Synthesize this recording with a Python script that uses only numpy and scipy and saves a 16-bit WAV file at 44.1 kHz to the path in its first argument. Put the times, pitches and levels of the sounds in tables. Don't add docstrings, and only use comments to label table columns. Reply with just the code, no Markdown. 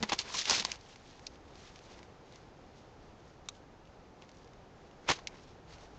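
import sys
import numpy as np
from scipy import signal
from scipy.fft import rfft, irfft
from scipy.io import wavfile
from scipy.ndimage import uniform_filter1d

SR = 44100
rng = np.random.default_rng(int(sys.argv[2]) if len(sys.argv) > 2 else 0)


def dump(signal):
    limited = np.clip(np.atleast_2d(signal).T, -1, 1)
    pcm = np.round(limited * 32767).astype(np.int16)
    wavfile.write(sys.argv[1], SR, pcm)


def linear_from_db(decibels):
    return 10 ** (np.asarray(decibels, float) / 20)


N = 264114
TIME = np.arange(N) / SR

# crest t/s, rustle level/dB, reach/s, heap body rel. level/dB
STROKES = [(.05, -56.5, .2, 1.5), (.3, -44, 0.028, -6), (.34, -47, 0.029, -20), (.485, -38.5, 0.019, -24.5),
           (0.534, -35.5, 0.039, -6), (0.586, -36.5, .025, -20), (.69, -45, .04, -4),
           (.745, -69.5, 0.012, -9), (.85, -60.5, 0.12, -10), (1.1, -66, .1, -17), (1.27, -65, 0.1, 1.5),
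           (1.65, -58, 0.097, -4.5), (1.93, -59.5, 0.11, -2.5), (2.35, -63.5, 0.075, 0),
           (2.8, -69.5, .15, -5), (3.25, -70.5, 0.12, -15), (3.56, -65.5, .04, -13.5),
           (3.95, -81, 0.1, -12), (4.23, -66, 0.017, 1), (4.35, -69, 0.12, -2.5), (4.87, -76.5, 0.091, -13),
           (5.08, -57, 0.026, 1.5), (5.16, -65, 0.07, 4.5), (5.355, -63, 0.053, 3),
           (5.49, -63.5, 0.038, -14), (5.7, -62, .02, -7), (5.74, -55.5, 0.022, -9),
           (5.84, -59, 0.033, -11), (5.99, -64.5, 0.036, -13.5)]
# f/Hz, density level/dB per Hz
SLIP_COLOUR = [(700, -25), (1300, 0.5), (2000, 1), (2800, 1.5), (4200, 1), (5600, -0.5), (7000, -2),
               (10000, 0.5)]
# f/Hz, density level/dB per Hz
HEAP_COLOUR = [(40, -28.5), (70, -4), (170, -3.5), (350, -0.5), (700, -1), (1000, 2.5), (1400, -5.5),
               (2200, -4), (3200, -23)]
# crest t/s, level/dB, centre f/Hz, heap body rel. 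level/dB, squeeze/s
CRUNCHES = [(0.0313, -36.5, 3200, -2.5, .001), (0.036, -35.5, 2860, 4.5, .0044),
            (.097, -36.5, 2980, -7.5, .0063), (.123, -30, 2500, 0.5, .004),
            (.135, -33.5, 4000, -4.5, .0046), (.196, -32.5, 5130, -16.5, .008),
            (.217, -42, 3500, -15, .003), (.348, -39.5, 4020, -2.5, .006), (.393, -33, 4830, -17, .032),
            (.418, -43, 4000, -18, .005), (0.456, -46, 3500, -26.5, .003), (.516, -33, 4600, -5, .026),
            (0.546, -45, 4480, 1.5, .005), (.603, -36, 3500, -14.5, 0.0088), (0.652, -36, 4820, -10, .004),
            (5.095, -32, 2630, -5.5, 0.011), (5.104, -28.5, 2200, -2, .005),
            (5.118, -33, 3500, -2.5, .0063), (5.135, -43.5, 2980, -3.5, .004),
            (5.162, -52, 4500, 0.5, 0.0067), (5.192, -51.5, 2740, -7, .0052)]
# t/s, peak level/dB, ring f/Hz, body rel. level/dB, length/s
LOUD_SNAPS = [(0.0273, -19, 3370, -13, 0.003), (0.0955, -25, 2020, -9, 0.0022),
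              (.12, -28, 2910, 4, 0.00073), (0.131, -19, 6100, -11.5, .00068),
              (.19, -15.5, 4400, -32, .0023), (.2, -25, 4200, -27, 0.00093),
              (0.342, -27.5, 1290, -6.5, 0.0025), (.455, -21.5, 2800, -30, .0021),
              (0.4969, -13, 5000, -12.5, .0012), (.4981, -6, 6140, -28, .00087),
              (.5086, -14.5, 5760, -18.5, .0015), (0.5101, -12, 4930, -11, 0.00043),
              (.5985, -15, 4240, -30, 0.00079), (0.624, -26, 2450, -14, 0.0016),
              (0.6503, -11.5, 4720, -16, .00063), (0.7576, -35, 4800, -22, .0014),
              (5.0894, -16, 2620, -2.5, 0.0012), (5.098, -17, 1990, -10.5, 0.00037),
              (5.117, -20, 5940, -8, 0.00092)]
# t/s, peak level/dB, ring f/Hz
FAINT_SNAPS = [(.2618, -41.5, 4750), (.8109, -40.5, 4260), (.9057, -49, 2450), (.9592, -37.5, 2150),
               (1.194, -44, 2040), (1.357, -48, 2820), (1.481, -50, 2540), (1.556, -45, 4070),
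               (1.759, -42, 2420), (1.7905, -42, 2690), (1.991, -40.5, 2060), (2.03, -41.5, 2160),
               (2.3237, -44, 4100), (2.358, -42, 5150), (3.4595, -52, 3900), (3.5515, -52, 3000),
               (3.8543, -52, 3090), (3.8736, -53, 2780), (4.2222, -41.5, 2520), (4.292, -41, 2410),
               (4.316, -47, 4400), (4.3698, -49, 5600), (4.4313, -54, 4290), (4.4454, -50, 4920),
               (4.475, -49, 2030), (4.534, -46.5, 2100), (4.9124, -49, 3040), (5.0435, -52, 2050),
               (5.7264, -45, 4530), (5.7833, -47, 2570)]
# (f/Hz, density level/dB per Hz)
FOLD_CLICKS = [
    (0.7176, -20.5, 0.00038, 0.0013, [(1500, -27), (2000, -5.5), (2600, 5.5), (3600, -9), (4800, 1), (6700, -2), (9000, -12.5)]),
    (1.268, -26, 0.0014, 0.0025, [(1700, -23.5), (2600, -0.5), (3200, -11), (4000, 3), (5500, 2), (6600, -2.5), (9000, -22)]),
    (3.487, -24, 0.00013, 0.0018, [(600, -32), (1250, 1), (1800, -25.5), (2400, -2), (2900, -15), (3900, 3.5), (4700, -16), (5600, -5.5), (6900, -2.5), (9000, -8)]),
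    (5.2725, -23, 0.0013, 0.002, [(1500, -18), (2150, 3), (3200, -2.5), (4500, -2.5), (5800, -2), (7000, -6.5), (9000, -15)]),
]
# t/s, f/Hz, level/dB, t60/s
POCKETS = [(.1205, 791, -23, 0.038), (.129, 747, -25, 0.023), (.29, 986, -43.5, 0.038),
           (.303, 1000, -37, 0.026), (.345, 1024, -32, .06), (.42, 1880, -35, .02),
           (.5105, 978, -34, 0.016), (.649, 1024, -35, 0.034), (5.089, 900, -27, 0.029),
           (5.101, 153, -33.5, 0.049), (5.104, 800, -23, 0.018)]
# f/Hz, level/dB, t60/s
SACK_MODES = [(214, 2, 0.098), (484, -1, 0.048), (645, -12, 0.067), (840, -20, 0.35)]
# t/s, level/dB
SACK_BLOWS = [
    (0.0278, -32),
    (.006, -43),
    (.019, -40),
    (0.122, -50),
    (.51, -48.5),
    (.6, -43),
]
# f/Hz, density level/dB per Hz
ROOM_COLOUR = [(12, -22.5), (25, -2), (81, -2), (262, -7), (403, -6.5), (500, -6.5), (622, -10.5),
               (760, -8.5), (1000, -14), (1400, -17.5), (2500, -25.5), (7900, -34.5), (8500, -55.5)]
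# f/Hz, level/dB
CAMERA_RESPONSE = [(20, -0.5), (6500, -0.5), (7300, -5.5), (8000, -16.5), (8700, -25), (9000, -42),
                   (9300, -80)]

STROKE_EDGE, STROKE_TRAIL = 1.3, 1.05
SETTLING_DB = -81.5
SPRING_BACK_S, SPRING_BACK_SHARE = 0.0031, 1
LOUD_SCATTER_DB, LOUD_BROAD_DB = -11.5, -7
FAINT_BODY_DB, FAINT_LENGTH_S, FAINT_SCATTER_DB, FAINT_BROAD_DB = -14, 0.001, -8, -11
SNAP_SAMPLES, CLICK_SAMPLES, BOOM_SAMPLES = 2600, 1800, 9000
CLICK_LEAD_S = 0.006
ROOM_DB = -55.5


def unit(x):
    return x / np.sqrt(np.mean(x ** 2))


def shape(x, points):
    hz, db = np.transpose(points)
    grid = np.log(np.arange(len(x) // 2 + 1) * SR / len(x) + 1)
    gain = linear_from_db(np.interp(grid, np.log(hz), db, -80, -80))
    return irfft(rfft(x) * gain, len(x))


def colour(x, points):
    return unit(shape(x, points))


def band(x, hz, q):
    b, a = signal.iirpeak(hz, max(q, .3), fs=SR)
    return signal.lfilter(b, a, x)


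def walk(rate):
    hold = int(SR / rate)
    steps = np.repeat(rng.standard_normal(N // hold + 1), hold)
    slewed = uniform_filter1d(uniform_filter1d(steps, hold), hold)
    return unit(slewed[:N])


def even(burst):
    lines = rfft(burst)
    power = uniform_filter1d(abs(lines) ** 2, size=17)
    return irfft(lines / np.sqrt(power), len(burst))


def slips(per_s, spread_db, smear_s):
    happens = rng.random(N) < per_s / SR
    sizes = happens * linear_from_db(spread_db * rng.exponential(size=N).clip(0, 3.2))
    burst = signal.lfilter([1], [1, -np.exp(-1 / (smear_s * SR))], sizes)
    return unit(burst * rng.standard_normal(N))


def shavings():
    total = np.zeros(N)
    for hz in (1200, 2200, 3500, 5100, 7600):
        curls = band(slips(2200, spread_db=2.0, smear_s=0.00095), hz, 1.5)
        total += curls * linear_from_db(2.0 * walk(30))
    return unit(total)


def heap_body():
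    return colour(slips(700, spread_db=4.5, smear_s=0.0058), HEAP_COLOUR)


def rustle(bright, body):
    s, rustle_db, reach, body_db = np.transpose(STROKES)[:, :, None]
    away = np.where(TIME < s, s - TIME, (TIME - s) / STROKE_TRAIL) / reach
    effort = linear_from_db(rustle_db) * np.exp(-away ** STROKE_EDGE)
    top = effort.sum(axis=0) + linear_from_db(SETTLING_DB)
    low = (effort * linear_from_db(body_db)).sum(axis=0)
    patches = linear_from_db(1.55 * walk(40))
    return patches * (top * bright + low * body)


def crunches(grains, body):
    out = np.zeros(N)
    for s, db, hz, body_db, rise in CRUNCHES:
        fall = SPRING_BACK_S + SPRING_BACK_SHARE * rise
        near = slice(max(int((s - .1) * SR), 0), int((s + .2) * SR))
        t = TIME[near] - s
        swell = np.exp(np.where(t < 0, -(t / rise) ** 2, -t / fall))
        wad = unit(band(grains[near], hz, 0.97)) + linear_from_db(body_db) * body[near]
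        out[near] += linear_from_db(db) * swell * wad
    return out


def snap(db, hz, body_db, length, scatter_db, broad_db):
    t = TIME[:SNAP_SAMPLES]
    crack, haze = rng.standard_normal((2, len(t)))
    crack = crack + 3.2 * (t == TIME[3])
    crack = even(crack * np.exp(-t / length)) * np.exp(-t / .006)
    thin = signal.butter(4, 1900, "high", fs=SR, output="sos")
    top = signal.sosfilt(thin, band(crack, hz, 4.5) + linear_from_db(broad_db) * band(crack, 3400, .7))
    low = band(band(crack, 1000, 1.8), 1000, 1.8)
    haze = signal.sosfilt(thin, band(haze, 5200, 0.67))
    haze = haze * np.exp(-t / 0.004) * np.minimum(t / 0.0017, 1)
    return linear_from_db(db) * (top / abs(top).max() + linear_from_db(body_db) * low / abs(low).max() + linear_from_db(scatter_db) * haze)


def snaps():
    out = np.zeros(N + SNAP_SAMPLES)
    loud = [(*row, LOUD_SCATTER_DB, LOUD_BROAD_DB) for row in LOUD_SNAPS]
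    faint = [(*row, FAINT_BODY_DB, FAINT_LENGTH_S, FAINT_SCATTER_DB, FAINT_BROAD_DB) for row in FAINT_SNAPS]
    for s, *row in loud + faint:
        start = int(s * SR)
        out[start:start + SNAP_SAMPLES] += snap(*row)
    return out[:N]


def clicks():
    out = np.zeros(N)
    t = TIME[:CLICK_SAMPLES] - CLICK_LEAD_S
    for s, db, rise, fall, fold in FOLD_CLICKS:
        rattle, again = rng.standard_normal((2, len(t)))
        swell = np.exp(np.where(t < 0, t / rise, -t / fall))
        pop = colour(even(rattle * swell), fold)
        pop = pop * np.exp(t.clip(None, 0) / rise)
        echo = colour(again, fold) * np.exp(-((t - .008) / 0.0066) ** 2)
        start = int((s - CLICK_LEAD_S) * SR)
        out[start:start + len(t)] += linear_from_db(db) * (pop / abs(pop).max() + linear_from_db(-28.0) * echo)
    return out


def pockets():
    out = np.zeros(N)
    for s, hz, db, t60 in POCKETS:
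        age = (TIME - s).clip(0)
        out += linear_from_db(db) * np.sin(2 * np.pi * hz * age) * 1000. ** (-age / t60)
    return out


def sack():
    out = np.zeros(N + BOOM_SAMPLES)
    t = TIME[:BOOM_SAMPLES]
    boom = sum(linear_from_db(db) * np.sin(2 * np.pi * hz * t) * 1000. ** (-t / t60) for hz, db, t60 in SACK_MODES)
    for s, db in SACK_BLOWS:
        start = int(s * SR)
        out[start:start + BOOM_SAMPLES] += linear_from_db(db) * boom
    return out[:N]


def room():
    level_db = ROOM_DB + .5 * walk(1.5) + 0.51 * walk(12)
    return linear_from_db(level_db) * colour(rng.standard_normal(N), ROOM_COLOUR)


def scene():
    grains = shavings()
    body = heap_body()
    digging = rustle(colour(grains, SLIP_COLOUR), body) + crunches(grains, body) + snaps()
    mix = digging + clicks() + pockets() + sack() + room()
    return mix[None]


def band_limit(x):
    return signal.sosfilt(signal.butter(12, 15600, fs=SR, output="sos"), x)


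def record(dry):
    hiss = linear_from_db(-96) * rng.standard_normal(dry.shape)
    heard = shape(dry[0], CAMERA_RESPONSE)[None] + hiss
    return band_limit(heard)


dry = scene()
out = record(dry)
dump(out)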